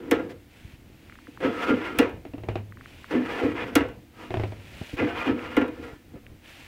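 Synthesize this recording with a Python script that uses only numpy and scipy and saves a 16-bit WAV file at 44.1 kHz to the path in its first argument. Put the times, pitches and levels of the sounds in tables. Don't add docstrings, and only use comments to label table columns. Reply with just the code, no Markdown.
import sys
import numpy as np
from scipy import signal
from scipy.fft import rfft, irfft, next_fast_len
from scipy.io import wavfile
from scipy.ndimage import uniform_filter1d

SR = 44100
rng = np.random.default_rng(int(sys.argv[2]) if len(sys.argv) > 2 else 0)


def digitize_waveform(pressure):
    field = np.atleast_2d(pressure).T
    bounded = np.clip(field, -1, 1)
    quanta = np.round(bounded * 32767).astype(np.int16)
    wavfile.write(sys.argv[1], SR, quanta)


N = 294147
TIME = np.arange(N) / SR

# touch-down/s, lift-off/s, judder/dB, rasp/dB
STROKES = [(0.0, 0.12, -35.5, -54), (1.402, 1.982, -33, -40.5), (3.107, 3.739, -35, -41.5),
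           (4.968, 5.567, -38, -41.5)]
# t/s, thud/dB, judder/dB, judder decay/s, rasp/dB, frame rumble/dB
DIGS = [(1.453, -3, -18.5, 0.022, -31, -75), (1.703, 2, -18, 0.043, -30, -45),
        (3.143, -4, -18.5, 0.049, -33.5, -55), (3.438, 2, -22, 0.076, -33.5, -39),
        (5.013, -1.5, -22, 0.046, -29.5, -40.5), (5.283, -2, -21, 0.057, -28, -42)]
# middle/s, length/s, judder/dB, rasp/dB, swish/dB
SWELLS = [(0.185, 0.24, -28.5, -63, -68), (0.308, 0.035, -48, -48.5, -60), (1.64, 0.15, -46, -32, -51),
          (1.848, 0.095, -55, -33, -56), (3.355, 0.18, -34, -33.5, -53.5), (3.6, 0.1, -49, -32, -60),
          (4.244, 0.15, -43, -44, -57), (4.423, 0.3, -58, -53.5, -60), (5.195, 0.22, -52, -32.5, -55.5),
          (5.845, 0.23, -40, -47.5, -61), (6.166, 0.043, -40.5, -52.5, -82)]
# f/Hz, level/dB
JUDDER_SPECTRUM = [(90, -4.5), (170, -9), (230, -9.5), (290, -2), (350, 0.5), (410, -5.5), (480, -7),
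                   (560, -12.5), (800, -28)]
# f/Hz, level/dB
RASP_SPECTRUM = [(350, 5), (560, 2.5), (1000, 5), (1500, 1), (2400, 2.5), (3100, -3), (4000, -16),
                 (5500, -22.5), (9000, -44.5)]
# f/Hz, level/dB
SWISH_SPECTRUM = [(2500, 8), (4500, 3.5), (6500, -3.5), (9000, -7.5), (13000, -12), (16000, -12)]
# f/Hz, width/Hz, level/dB
SHELL_RESONANCES = [(247.5, 11.7, 2), (293, 22.6, -5.5), (476, 26, 2), (511, 18.6, 1), (697, 55, -1.5),
                    (821, 12, -7.5), (963, 45, -2.5), (1090, 13, -9.5), (1210, 12, -1), (1296, 27, 5.5),
                    (1394, 17.6, 7.5), (1520, 19, 3.5), (1610, 34, -10.5), (1635, 20, 1), (1750, 18, 5),
                    (1935, 23, 2), (2032, 22, -1.5), (2126, 33, -5.5), (2345, 6.8, -11.5), (2440, 17, 0.5),
                    (2490, 11, -7), (2820, 16, 1), (3070, 33, -6), (3364, 35, -1.5)]
# f/Hz, level/dB
RUMBLE_SPECTRUM = [(20, -4), (45, 0.5), (80, 4), (130, 1.5), (175, -7), (215, -3.5), (330, -11.5),
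                   (450, -11.5), (900, -23)]
# f/Hz, level/dB
ROOM_SPECTRUM = [(20, -23), (80, -2), (175, -17.5), (215, -4), (340, -4.5), (420, -33), (720, -22),
                 (1090, -26), (1610, -22), (2080, -20.5), (2820, -23.5), (5380, -31.5), (10800, -35.5),
                 (14700, -32.5), (16000, -33)]
# t/s, level/dB, extra treble/dB, swing-back time/s, rattle/dB
CLACKS = [(0.1108, -3, -1, 0.081, -19.5), (1.986, 0, 0.5, 0.042, -11.5), (3.753, -0.5, 3.5, 0.052, -12.5),
          (5.5658, -3, -12.5, 0.045, -9.5)]
# delay/swing-back times, added level/dB, extra treble/dB
REBOUNDS = [(1, 1, -20), (2.518, -14, -7.5)]
# f/Hz, level/dB, rise/s, tail/dB, tail t60/s
CLACK_BANDS = [(200, -46, 0.0064, -5, .4), (286, -23.5, 0.015, 3, 0.25), (430, -29.5, 0.0056, 10.5, 0.26),
               (630, -36, 0.0054, 2, 0.44), (1300, -33.5, 0.0091, 4.5, 0.21),
               (2400, -22.5, 0.0044, -7.5, 0.32), (3870, -35.5, 0.005, -9.5, 0.26),
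               (6800, -31.5, 0.0024, -10.5, 0.11), (13000, -29, 0.001, -9.5, 0.081)]
# f/Hz, level/dB, t60/s
SHELL_MODES = [(291.4, -4.5, 0.11), (272, -16.5, 0.18), (317, -26, 0.56), (377, -35, 0.41),
               (466.6, -17, 0.19), (485.4, -24.5, 0.49), (515, -27, 0.32), (702.5, -20, 0.15),
               (851, -24, 0.15), (1027, -23, 0.087), (1114, -33, 0.27), (1389, -22, 0.13),
               (1585, -30.5, 0.25), (2010, -27, 0.12), (2750, -49, 0.43), (2820, -41, 0.14),
               (3800, -45.5, 0.43)]
# f/Hz, level/dB, t60/s
FRAME_MODES = [(102.1, -24, 0.6), (81.6, -33.5, 0.45)]
# t/s, level/dB
BUMPS = [(1.02, -31), (1.274, -21), (2.25, -21.5), (2.33, -12.5), (4.924, -13.5), (5.786, -15.5),
         (6.129, -21.5)]
# start/s, end/s, level/dB, fade-in/s
RUBS = [(0.48, 0.745, -58.5, 0.053), (0.794, 1.39, -60.5, 0.29), (2.745, 3.103, -54.5, 0.14),
        (4.48, 4.947, -47.5, 0.33), (6.409, 6.67, -50.5, 0.07)]
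# f/Hz, level/dB
RUB_SPECTRUM = [(350, -4), (600, 4), (984, 0), (1240, -2), (1370, 2.5), (1640, 3.5), (2570, 8), (3430, 1.5),
                (5120, -7.5), (6290, -9.5), (15100, -18.5), (16000, -18)]
# t/s, peak level/dB, f/Hz
THUMPS = [(.648, -34, 69), (.735, -37, 64.4), (.9, -41.5, 209), (4.8135, -22.5, 132), (4.934, -27, 70),
          (5.93, -38, 70), (6.15, -33.5, 109)]
# t/s, peak level/dB, f/Hz
TICKS = [(1.0973, -34, 1650), (1.1237, -35.5, 1570), (1.1551, -39, 1440), (1.1881, -37, 1310),
         (1.2704, -34.5, 1490), (1.3741, -32, 1200), (2.7228, -34.5, 1480), (2.7717, -35.5, 1420),
         (2.8101, -33.5, 1460), (2.8585, -30.5, 1580), (3.0431, -30, 1360), (5.393, -26, 2040),
         (6.266, -34.5, 2120), (6.459, -36, 2420)]
# t/s, level/dB, frame boom/dB
KNOCKS = [(2.251, -12.5, -32), (2.335, -13.5, -10), (2.38, -14.5, -6), (2.435, -12, -6), (2.486, 0, 2),
          (2.5554, -0.5, -4.5), (4.305, -4, -3.5), (4.3403, 1, -2), (4.37, -4, 3.5), (4.3967, -1.5, 2),
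          (4.435, -1, -1.5), (4.521, -12, -16), (4.8152, -15, -27)]
# f/Hz, level/dB, t60/s
CRANK_MODES = [(205, -40.5, 0.18), (365.4, -18.5, 0.053), (471, -28, 0.052), (642, -23, 0.054),
               (736, -22.5, 0.028), (2560, -38, 0.0019)]
# f/Hz, level/dB, rise/s, tail/dB, tail t60/s
KNOCK_BANDS = [(150, -47, 0.0044, 5.5, 0.25), (526, -30, 0.0019, -2.5, 0.17),
               (1300, -41, 0.00042, -5, 0.17), (2600, -35, 0.002, -6.5, 0.19),
               (4600, -57, 0.0004, -21, 0.18), (7000, -59, .0005, -9, .1), (13000, -69, .0005, -12, 0.12)]


def from_db(db):
    return 10 ** (np.asarray(db) / 20)


def unit_power(x):
    return x / np.sqrt(np.mean(x ** 2) + 1e-20)


def coloured(x, spectrum):
    size = next_fast_len(N)
    hz, db = np.transpose(spectrum)
    log_hz = np.log(np.maximum(np.arange(size // 2 + 1) * SR / size, 1))
    past_ends = np.abs(log_hz - np.clip(log_hz, np.log(hz[0]), np.log(hz[-1])))
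    gain = from_db(np.interp(log_hz, np.log(hz), db) - 20 * past_ends)
    return unit_power(irfft(rfft(x, size) * gain, size)[:N])


def drift(per_s):
    times = np.arange(0, N / SR + 1, 1 / per_s)
    return np.interp(TIME, times, rng.standard_normal(len(times)))


def cut_bass(x, edge_hz):
    return signal.sosfilt(signal.butter(6, edge_hz, "high", fs=SR, output="sos"), x)


def held(start, end, attack_s, release_s):
    return np.clip((TIME - start) / attack_s, 0, 1) * np.exp(-(np.maximum(TIME - end, 0) / release_s) ** 2)


def surge(t, build_s, hold_s, decay_s):
    early, late = np.maximum(t - TIME, 0), np.maximum(TIME - t - hold_s, 0)
    return np.exp(-(early / build_s) ** 2 - late / decay_s)


def swell(middle, length_s):
    return np.exp(-(2 * (TIME - middle) / length_s) ** 2)


def together(parts):
    return np.sqrt(sum((from_db(db) * curve) ** 2 for db, curve in parts))


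def slips(per_s, spread_db):
    sizes = from_db(spread_db * np.minimum(rng.exponential(1, N), 4))
    signs = rng.choice([-1, 1], N)
    return sizes * signs * (rng.random(N) < per_s / SR)


def scraping_gains():
    judder, rasp, swish = [], [], []
    for down, up, judder_db, rasp_db in STROKES:
        lying = held(down, up, attack_s=0.0025, release_s=0.011)
        first_catch = held(down, down, attack_s=0.0025, release_s=0.016)
        judder.append((judder_db, lying))
        rasp += [(rasp_db, lying), (rasp_db + 2, first_catch)]
        swish += [(rasp_db - 19, lying), (rasp_db - 13, first_catch)]
    for t, _, judder_db, decay_s, rasp_db, _ in DIGS:
        judder.append((judder_db, surge(t, build_s=0.024, hold_s=0.028, decay_s=decay_s)))
        skid = surge(t, build_s=0.034, hold_s=0.013, decay_s=0.036)
        rasp.append((rasp_db, skid))
        swish.append((-56, skid))
    for middle, length_s, judder_db, rasp_db, swish_db in SWELLS:
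        curve = swell(middle, length_s)
        judder.append((judder_db, curve))
        rasp.append((rasp_db, curve))
        swish.append((swish_db, curve))
    return together(judder), together(rasp), together(swish)


def juddering_shell():
    loaded = sum(swell(t - 0.028, length_s=0.043) for t, *_ in DIGS)
    slack = sum(swell(t + 0.062, length_s=0.093) for t, *_ in DIGS)
    usual = np.clip(1 - loaded - slack, 0, 1)
    out = np.zeros(N)
    for share, pitch_ratio in [(usual, 0.95), (slack, 0.88), (loaded, 1.02)]:
        shake = coloured(slips(per_s=900, spread_db=3), np.array(JUDDER_SPECTRUM) * [pitch_ratio, 1])
        shake /= np.sqrt(uniform_filter1d(shake ** 2, size=900) + 1e-3)
        out += np.sqrt(share) * shake
    return out


def hollow_shell(x, wander_db):
    out = from_db(-2) * x
    for hz, width, db in SHELL_RESONANCES:
        r, w = np.exp(-np.pi * width / SR), 2 * np.pi * hz / SR
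        push = x * from_db(db + wander_db * drift(per_s=10))
        out += (1 - r * r) / 2 * signal.lfilter([1, 0, -1], [1, -2 * r * np.cos(w), r * r], push + 1e-18)
    return out


def dragging_pedal(judder_db, rasp_db, swish_db):
    judder_gain, rasp_gain, swish_gain = scraping_gains()
    judder = cut_bass(from_db(judder_db) * judder_gain * juddering_shell(), edge_hz=176)
    rasp = from_db(rasp_db) * rasp_gain * coloured(slips(per_s=3000, spread_db=0.5), RASP_SPECTRUM)
    catching = from_db(2.25 * drift(per_s=50))
    swish = from_db(swish_db) * swish_gain * coloured(slips(per_s=11000, spread_db=0.5), SWISH_SPECTRUM)
    return hollow_shell(judder + rasp * catching, wander_db=5.5) + swish * catching


def rumbling_drive(level_db, lurch_db):
    jolts = [(t, rumble_db) for t, *_, rumble_db in DIGS]
    jolts += [(t, db - 41.5) for t, db, *_ in CLACKS]
    jolts += [(t, boom_db - 45.5) for t, _, boom_db in KNOCKS]
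    shaken = together((db, surge(t, build_s=0.008, hold_s=0.034, decay_s=0.16)) for t, db in jolts)
    turning = from_db(-55) * coloured(rng.standard_normal(N), RUMBLE_SPECTRUM)
    frame = shaken * cut_bass(coloured(rng.standard_normal(N), RUMBLE_SPECTRUM), edge_hz=41.5)
    return from_db(level_db + lurch_db * drift(per_s=20)) * (turning + frame)


def room_hush(level_db):
    return from_db(level_db) * coloured(rng.standard_normal(N), ROOM_SPECTRUM)


def clicks(times, db):
    out = np.zeros(N)
    out[np.round(np.asarray(times) * SR).astype(int)] = from_db(db)
    return out


def softened(x, top_hz):
    return signal.sosfilt(signal.butter(3, top_hz, fs=SR, output="sos"), x)


def bend(x, travel_s):
    size = next_fast_len(N + SR)
    hz = np.arange(size // 2 + 1) * SR / size
    phase_lag = 4 * np.pi * travel_s * np.sqrt(1000 * hz)
    return irfft(rfft(x, size) * np.exp(-1j * phase_lag), size)[:N]


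def ring(x, modes):
    out = np.zeros(N)
    for hz, db, t60 in modes:
        r, w = from_db(-60 / (t60 * SR)), 2 * np.pi * hz / SR
        out += from_db(db) * signal.lfilter([0, np.sin(w)], [1, -2 * r * np.cos(w), r * r], x + 1e-18)
    return out


def dense_ring(times, db, treble_db, bands):
    bands, out = np.array(bands), np.zeros(N + SR)
    age = TIME[:SR // 2]
    white = rng.standard_normal((len(times), 2, len(age)))
    for k, hz in enumerate(150 * 2 ** (np.arange(14) / 2)):
        settings = [np.interp(np.log(hz), np.log(bands[:, 0]), column) for column in bands[:, 1:].T]
        level_db, rise_s, tail_db, t60 = settings
        bandpass = signal.butter(2, [hz / 2 ** .25, hz * 2 ** .25], "band", fs=SR, output="sos")
        noise = unit_power(signal.sosfilt(bandpass, white[:, k % 2]))
        direct = age / rise_s * np.exp(1 - age / rise_s)
        tail = from_db(tail_db - 60 * age / t60) * (1 - np.exp(-age / (2 * rise_s)))
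        treble_share = hz ** 6 / (hz ** 6 + 3050 ** 6)
        for t, gain, burst in zip(times, from_db(db + level_db + treble_share * treble_db), noise):
            start = round(t * SR)
            out[start:start + len(age)] += gain * burst * np.hypot(direct, tail)
    return out[:N]


def clacks_and_rattles():
    rows = []
    for t, db, treble_db, swing_s, rattle_db in CLACKS:
        rows.append((t, db, treble_db))
        for swings, added_db, dull_db in REBOUNDS:
            rows.append((t + swings * swing_s, rattle_db + added_db, dull_db))
    return rows


def struck_pedal(crack_db, shell_db, bump_db, frame_db):
    times, db, treble_db = np.transpose(clacks_and_rattles())
    crack = from_db(crack_db) * hollow_shell(dense_ring(times, db, treble_db, CLACK_BANDS), wander_db=-2)
    clacks = clicks(times, db)
    dig_times, thud_db = np.transpose(DIGS)[:2]
    bumps = softened(clicks(dig_times, thud_db) + clicks(*np.transpose(BUMPS)), top_hz=567)
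    blows = from_db(shell_db) * softened(clacks, top_hz=3200) + from_db(bump_db) * bumps
    body = ring(bend(blows, travel_s=0.0045), SHELL_MODES)
    boom = from_db(frame_db) * ring(clacks + bumps, FRAME_MODES)
    return cut_bass(crack + body, edge_hz=230) + boom


def soft_rub(level_db):
    gain = together((db, held(start, end, fade_s, release_s=0.017)) for start, end, db, fade_s in RUBS)
    return from_db(level_db) * gain * coloured(slips(per_s=13000, spread_db=4), RUB_SPECTRUM)


def blips(rows, octaves, order):
    out, kick = np.zeros(N + SR), signal.unit_impulse(SR // 10)
    for t, db, hz in rows:
        edges = [hz / 2 ** (octaves / 2), hz * 2 ** (octaves / 2)]
        pulse = signal.sosfilt(signal.butter(order, edges, "band", fs=SR, output="sos"), kick)
        start = round(t * SR)
        out[start:start + len(pulse)] += from_db(db) * pulse / np.abs(pulse).max()
    return out[:N]


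def handling_thumps():
    return -blips(THUMPS, octaves=1.98, order=3)


def ticking_mechanism():
    return blips(TICKS, octaves=1, order=4)


def knocking_crank(ring_db, crank_db, frame_db):
    times, db, boom_db = np.transpose(KNOCKS)
    blows = softened(clicks(times, db), top_hz=4200)
    knock = from_db(crank_db) * ring(bend(blows, travel_s=0.000896), CRANK_MODES)
    boom = from_db(frame_db) * ring(clicks(times, boom_db), FRAME_MODES)
    return knock + boom + from_db(ring_db) * dense_ring(times, db, treble_db=0, bands=KNOCK_BANDS)


def scene():
    pedal = dragging_pedal(judder_db=-4, rasp_db=-2, swish_db=1.5)
    pedal += struck_pedal(crack_db=0.5, shell_db=-3.5, bump_db=-10, frame_db=-13)
    crank = knocking_crank(ring_db=-0.6, crank_db=-3.9, frame_db=-5)
    small_sounds = soft_rub(level_db=0.5) + handling_thumps() + ticking_mechanism()
    background = rumbling_drive(level_db=1, lurch_db=3.5) + room_hush(level_db=-55.5)
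    return (pedal + crank + small_sounds + background)[None]


def record(dry):
    return signal.sosfilt(signal.ellip(10, .1, 80, 15700, fs=SR, output="sos"), dry)


dry = scene()
out = record(dry)
digitize_waveform(out)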